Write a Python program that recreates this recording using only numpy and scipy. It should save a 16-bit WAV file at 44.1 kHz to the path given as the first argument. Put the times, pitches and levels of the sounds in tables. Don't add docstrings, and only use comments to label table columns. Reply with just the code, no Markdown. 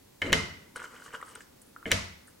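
import sys
import numpy as np
from scipy import signal
from scipy.io import wavfile
from scipy.ndimage import uniform_filter1d

SR = 44100
rng = np.random.default_rng(int(sys.argv[2]) if len(sys.argv) > 2 else 0)


def to_linear_factor(level_db):
    exponent = np.asarray(level_db, float) / 20
    return 10 ** exponent


def bounce(signal):
    frames = np.transpose(np.atleast_2d(signal))
    limited = np.clip(frames, -1, 1)
    pcm = np.round(limited * 32767).astype(np.int16)
    wavfile.write(sys.argv[1], SR, pcm)


N = 105840

# frequency in Hz, level in dB.
HUSH_COLOUR = [(15, -72), (25, -51), (48, -9.5), (180, -10.5), (242, -8.5), (427, -13), (560, -12),
               (1400, -25), (5000, -26), (16000, -31)]
# frequency in Hz, left-right likeness from -1 to 1.
HUSH_LIKENESS = [(60, 0.94), (130, 0.82), (290, 0.46), (640, -0.95), (1410, 1), (3100, -0.16), (6820, 0.41),
                 (15000, 1.0)]
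# time in seconds, level in dB.
DRAG_LEVEL = [(.215, -74), (.225, -42.5), (.265, -36.5), (.31, -44.5), (.33, -62), (1.85, -71.5),
              (1.865, -36.5), (1.91, -45), (1.93, -80)]
# frequency in Hz, level in dB.
DRAG_SPECTRUM = [(60, -32), (120, -6), (250, 3.5), (420, 2), (800, -14.5), (2000, -13.5), (3200, -20),
                 (5000, -29.5), (7700, -25.5), (10000, -34.5), (16000, -47)]
# start in seconds, level in dB, brightness in dB per octave, T60 in seconds.
EDGE_CRACKS = [
    (0.2175, -30, -4, 0.034),
    (0.3216, -30.5, -1, 0.02),
    (.3288, -10, -0.5, 0.0089),
    (1.353, -46.5, 3.5, 0.027),
    (1.9075, -31, -6, 0.018),
    (1.9162, -11, 1, 0.0075),
]
# frequency in Hz, level in dB.
CRACK_SPECTRUM = [(300, -26.5), (1000, -12), (1700, -6), (2400, -3.5), (4700, -16.5), (6200, -14.5),
                  (9500, -17), (13000, -22), (16800, -28)]
# frequency in Hz, level in dB, T60 in seconds.
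CARD_MODES = [(2950, -8, .02), (4040, -9.5, .02), (5830, -10, .018), (7100, -14, .016), (9600, -18.5, .01),
              (11800, -25.5, .008)]
# start in seconds, ring level in dB, ring pitch in Hz, thud level in dB.
COUNTER_TAPS = [
    (0.218, -12, 2262, -25.5),
    (0.263, -31, 3040, -46),
    (0.277, -48, 1950, -26),
    (0.2967, -27, 2160, -24),
    (0.3031, -30.5, 1920, -29.5),
    (0.3218, -22, 3260, -17),
    (0.3286, -8, 2228, -16),
    (1.856, -21.5, 2267, -28),
    (1.9106, -19.5, 2440, -34),
    (1.9165, -35, 1600, -17),
]
# ratio to the ring pitch, level in dB.
RING_OVERTONES = [(0.762, -2.5), (1.33, -6)]
# frequency in Hz, level in dB, T60 in seconds.
COUNTER_MODES = [(57, -19, 0.5), (73.8, -13.5, 0.62), (90.6, -6.5, 0.43), (132.5, -15.5, 0.64),
                 (162.4, 0, 0.136), (197.4, -2.5, 0.23), (216, -5.5, 0.23), (247, -7, 0.21),
                 (370, 2, 0.083), (454, -1.5, 0.19), (553, 10, 0.048), (639.3, -4.5, 0.22)]
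PANEL_MODES = [1932, 2010, 2045, 2066, 2100]
# start in seconds, level in dB, pitch in Hz, length in seconds.
EDGE_TICKS = [(.2183, -37, 7400, .004), (.2185, -34, 3700, .005), (1.8565, -42, 650, .03),
              (1.05, -54, 9400, .015), (1.062, -53, 7200, .015), (.7595, -44, 9200, .02),
              (.7595, -49, 5500, .015), (1.15, -44, 480, .03), (1.2265, -44, 500, .015),
              (1.407, -48, 2300, .008), (1.616, -56, 11200, .015), (1.04, -57, 11500, .01),
              (1.26, -56, 8900, .05), (1.287, -53, 8700, .04), (.772, -45, 4050, .008),
              (.801, -48, 8300, .005), (1.2145, -47, 8300, .006), (1.2275, -44, 3100, .004),
              (1.3522, -39, 8500, .008), (1.4052, -46, 7800, .007), (1.615, -53, 9300, .025),
              (1.616, -56, 7500, .02), (1.66, -63, 10000, .08), (2.27, -57, 9500, .05),
              (2.272, -58, 8000, .04), (2.278, -51, 1550, .02)]
# frequency in Hz, T60 in seconds.
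ROOM_T60 = [(60, 0.39), (200, 0.49), (600, 0.49), (2100, 0.61), (5000, 0.53), (9000, .4), (14000, 0.3)]
# frequency in Hz, level in dB.
ROOM_SPECTRUM = [(100, 8.5), (500, -3.5), (900, 6.5), (1800, -1), (2080, 3), (2400, -4), (5000, 5.5),
                 (12000, -8), (15500, -19)]
# frequency in Hz, left-right likeness from -1 to 1.
ROOM_LIKENESS = [(100, 0.91), (300, 0.94), (600, -0.17), (2000, 0.036), (6000, 0.21), (12000, 0.75)]
# delay in seconds, level in dB.
EARLY_ECHOES = [(.0036, 1), (.0062, -6), (.0085, -9), (.0125, -11.5), (.017, -12.5), (.023, -15.5)]
# time in seconds, shuffle level in dB, finger rub level in dB.
STIR_LEVELS = [(.75, -84, -67), (.762, -36.5, -45.5), (.785, -51.5, -66), (.845, -50, -52.5),
               (.89, -64.5, -70), (.945, -52, -61), (.99, -58.5, -67), (1.05, -57.5, -55.5),
               (1.08, -55.5, -62), (1.11, -57, -73), (1.148, -43, -49.5), (1.19, -70.5, -75),
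               (1.25, -63.5, -66), (1.29, -58.5, -62), (1.33, -58, -62), (1.365, -54.5, -86),
               (1.42, -72.5, -59), (1.46, -77, -86)]
# start in seconds, peak level in dB, ring pitch in Hz.
BOX_KNOCKS = [(0.7597, -29.5, 1420), (0.763, -34, 1450), (0.768, -38, 1560), (.774, -40, 1405),
              (0.782, -51, 1280), (0.8006, -33.5, 1440), (0.803, -61, 1160), (0.815, -43, 1390),
              (0.8186, -33.5, 1430), (0.822, -40, 1510), (.840, -41, 1320), (0.843, -33, 1470),
              (0.856, -36, 1420), (0.928, -47.5, 1460), (0.937, -44.5, 1240), (.945, -51, 1540),
              (0.9998, -45.5, 1400), (0.965, -42, 1470), (1.0216, -39.5, 1470), (1.0604, -43.5, 1180),
              (1.063, -40.5, 1500), (1.079, -43, 1760), (1.106, -46, 1490), (1.138, -36, 1490),
              (1.146, -39, 1220), (1.143, -35.5, 1540), (1.151, -30.5, 1470), (1.2028, -41, 1150),
              (1.214, -41, 1920), (1.227, -30.5, 1243), (1.2803, -46, 1560), (1.3568, -36, 1430),
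              (1.4063, -41, 1690)]
# frequency in Hz, level in dB, T60 in seconds.
BOX_MODES = [(467, -16, 0.023), (1132, -4, 0.0075), (1430, -4.5, 0.005), (2000, -2, 0.0036),
             (2990, -11.5, 0.01)]
# start in seconds, level in dB, pitch in Hz.
HAND_TURNS = [
    (1.763, -36, 1360),
    (1.828, -40.5, 1350),
]

MODE_SPREAD_DB = 2.5


def evened(x):
    return x / np.sqrt(np.mean(x ** 2) + 1e-20)


def read(points, hz):
    f, value = np.transpose(points)
    return np.interp(np.log(hz + 1), np.log(f + 1), value)


def add(mix, s, sound):
    part = mix[round(s * SR):][:len(sound)]
    part += sound[:len(part)]


def coloured(x, spectrum):
    log_gain = read(spectrum, abs(np.fft.fftfreq(2048, 1 / SR))) * np.log(10) / 20
    taps = np.fft.ifft(np.exp(np.conj(signal.hilbert(log_gain)))).real[:1024]
    return signal.oaconvolve(x, taps / np.linalg.norm(taps))[:len(x)]


def ring(hz, t60, rise_s, size=4410):
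    t = np.arange(size) / SR
    swell = 1 - np.exp(-t / rise_s)
    return -swell * to_linear_factor(-60 * t / t60) * np.sin(2 * np.pi * hz * t)


def band(x, hz, width):
    r = np.exp(-np.pi * width / SR)
    a = [1, -2 * r * np.cos(2 * np.pi * hz / SR), r * r]
    once = signal.lfilter([1, 0, -1], a, x)
    return signal.lfilter([1, 0, -1], a, once)


def grit(per_s, spread_db):
    sizes = rng.standard_normal(N) * to_linear_factor(spread_db * np.minimum(rng.exponential(1, N), 4))
    return evened(sizes * (rng.random(N) < per_s / SR))


def curve(rows, column):
    rows = np.array(rows)
    return to_linear_factor(np.interp(np.arange(N) / SR, rows[:, 0], rows[:, column], left=-120, right=-120))


def stereo_pair(a, b, likeness, hz):
    same = np.clip(read(likeness, hz), -1, 1)[:, None]
    return np.array([a, same * a + np.sqrt(1 - same ** 2) * b])


def room_hush():
    frames, hz = N // 256 + 5, np.fft.rfftfreq(1024, 1 / SR)
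    a, b, c, d, patches = rng.standard_normal((frames, 513, 5)).T
    patches = uniform_filter1d(patches, size=10, axis=0)
    patches = evened(uniform_filter1d(patches, size=14, axis=1))
    z = stereo_pair(a + 1j * b, c + 1j * d, HUSH_LIKENESS, hz)
    z[:, hz > 16150] = 0
    z *= to_linear_factor(read(HUSH_COLOUR, hz)[:, None] + 0.21 * patches)
    hiss = signal.istft(z, nperseg=1024, noverlap=768)[1][:, :N]
    return to_linear_factor(-58.5) * evened(hiss)


def finger_drag():
    return curve(DRAG_LEVEL, column=1) * evened(coloured(grit(14000, 1.2), DRAG_SPECTRUM))


def edge_cracks():
    direct, send, t = np.zeros(N), np.zeros(N), np.arange(2000) / SR
    onset = t == 0
    for (s, db, tilt_db, t60), puff in zip(EDGE_CRACKS, rng.standard_normal((len(EDGE_CRACKS), 2000))):
        colour = [(f, level + tilt_db * np.log2(f / 2000)) for f, level in CRACK_SPECTRUM]
        burst = (puff - 0.57 * onset) * to_linear_factor(db - 60 * t / t60)
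        add(direct, s, coloured(burst, colour))
        for (f, mode_db, mode_t60), detune in zip(CARD_MODES, puff):
            level_db = db + 2.5 + mode_db + tilt_db * np.log2(f / 2000)
            add(direct, s, to_linear_factor(level_db) * ring(f * (1 + 0.0059 * detune), mode_t60, rise_s=.0002))
        add(send, s, coloured(np.linalg.norm(burst) * onset, colour))
    return direct, send


def card_rings():
    out = np.zeros(N)
    for s, ring_db, hz, _ in COUNTER_TAPS:
        for ratio, db in [(0.95, 0.018)] + list(RING_OVERTONES):
            add(out, s, to_linear_factor(ring_db + db) * ring(hz * ratio, t60=0.016, rise_s=0.001))
    return out


def counter_thuds():
    out, modes = np.zeros(N), list(COUNTER_MODES) * 2
    spread = rng.standard_normal((len(COUNTER_TAPS), len(modes)))
    for (s, _, _, thud_db), luck in zip(COUNTER_TAPS, spread):
        for (f, db, t60), loud, detune in zip(modes, luck, luck[::-1]):
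            level_db = thud_db - 18.0 + db + MODE_SPREAD_DB * loud
            add(out, s, to_linear_factor(level_db) * ring(f * (1 + 0.026 * detune), t60, rise_s=0.0033, size=35000))
    return out


def panel_hum(ringing):
    panel = sum(ring(hz, t60=0.52, rise_s=.004, size=30000) for hz in PANEL_MODES)
    return to_linear_factor(-61) * signal.fftconvolve(ringing, panel)[:N]


def edge_ticks():
    out = np.zeros(N)
    for s, db, hz, length in EDGE_TICKS:
        u = np.arange(6000) / SR / length
        shape = np.minimum(u * 20, 1) * np.exp(-2.5 * u)
        add(out, s, to_linear_factor(db) * shape * evened(band(rng.standard_normal(6000), hz, .2 * hz)))
    return out


def kitchen(x):
    noise = rng.standard_normal((2, SR)) * np.clip(np.arange(SR) / SR / 0.0018 - .2, 0, 1)
    hz, t, (a, b) = signal.stft(noise, SR, nperseg=512)
    decay_db = read(ROOM_SPECTRUM, hz)[:, None] - 60 * t / read(ROOM_T60, hz)[:, None]
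    tail = signal.istft(stereo_pair(a, b, ROOM_LIKENESS, hz) * to_linear_factor(decay_db), SR, nperseg=512)[1]
    tail = tail / np.linalg.norm(tail[0])
    u = np.arange(300) / SR / 0.0013
    for k, (s, db) in enumerate(EARLY_ECHOES):
        echo = np.convolve(np.diff(rng.standard_normal(301)) * u * np.exp(-u), np.hanning(15))
        echo = .45 * echo / np.linalg.norm(echo)
        for ear in (0, 1):
            add(tail[ear], s + 0.00035 * rng.random(), to_linear_factor(db) * (-1) ** k * echo)
    return signal.fftconvolve(x[None, None], tail[:, None], axes=2).sum(1)[:, :N]


def stirred_pieces():
    shuffle = 0
    for hz, db, t60 in BOX_MODES:
        shuffle = shuffle + to_linear_factor(db) * signal.oaconvolve(grit(500, 3), ring(hz, t60, rise_s=0.00033))[:N]
    narrow = sum(evened(band(grit(350, 3.0), 8500 + 2400 * k, 1500)) for k in (-0.4, -0.28, 0.13, -0.14))
    broad = evened(band(grit(3000, 1.2), 4830, 8000))
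    rub = evened(evened(narrow) + 1.3 * broad)
    return curve(STIR_LEVELS, column=1) * evened(shuffle) + curve(STIR_LEVELS, column=2) * rub


def box_knocks():
    out, u = np.zeros(N), np.arange(2000) / SR / .0011
    swell = u * np.exp(1 - u)
    noise = rng.standard_normal((len(BOX_KNOCKS), 2000))
    spread = rng.standard_normal((len(BOX_KNOCKS), 2, len(BOX_MODES)))
    for (s, db, hz), puff, (loud, pitch) in zip(BOX_KNOCKS, noise, spread):
        for (f, mode_db, t60), louder, detune in zip(BOX_MODES, loud, pitch):
            wall = ring(f * (1 + 0.071 * detune), t60, rise_s=0.00066)
            add(out, s, to_linear_factor(db + mode_db + MODE_SPREAD_DB * louder) * wall)
        edge = to_linear_factor(-32) * evened(band(puff, 2850, 3900))
        knock = np.sin(2 * np.pi * hz * np.arange(2000) / SR)
        add(out, s, to_linear_factor(db) * swell * (edge - knock))
    return out


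def turned_piece():
    out = np.zeros(N)
    for s, db, hz in HAND_TURNS:
        add(out, s, to_linear_factor(db + 6) * ring(hz, t60=0.015, rise_s=0.00033))
    return out


def scene():
    hush = room_hush()
    ringing = finger_drag() + card_rings()
    cracks, crack_send = edge_cracks()
    thud = counter_thuds() + panel_hum(ringing)
    card = edge_ticks() + stirred_pieces() + box_knocks() + turned_piece()
    air = ringing + cracks + card
    late = signal.lfilter([1 - 0.23, 0.23], [1], air)
    direct = np.array([air * to_linear_factor(0.3), late / to_linear_factor(0.3)])
    thud_left = np.interp(np.arange(N) - 0.00036 * SR, np.arange(N), thud)
    wet = to_linear_factor(-1.5) * (.5 * ringing + crack_send + 0.61 * thud) + to_linear_factor(-10.5) * card
    return direct + np.array([thud_left, thud]) + kitchen(wet) + hush


def top_cut(x):
    return signal.sosfilt(signal.butter(12, 16990, fs=SR, output="sos"), x)


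def record(dry):
    low_pass = signal.firwin(255, 16800, window=("kaiser", 9), fs=SR)
    finished = signal.oaconvolve(dry, low_pass[None], "same")
    return top_cut(finished)


dry = scene()
out = record(dry)
bounce(out)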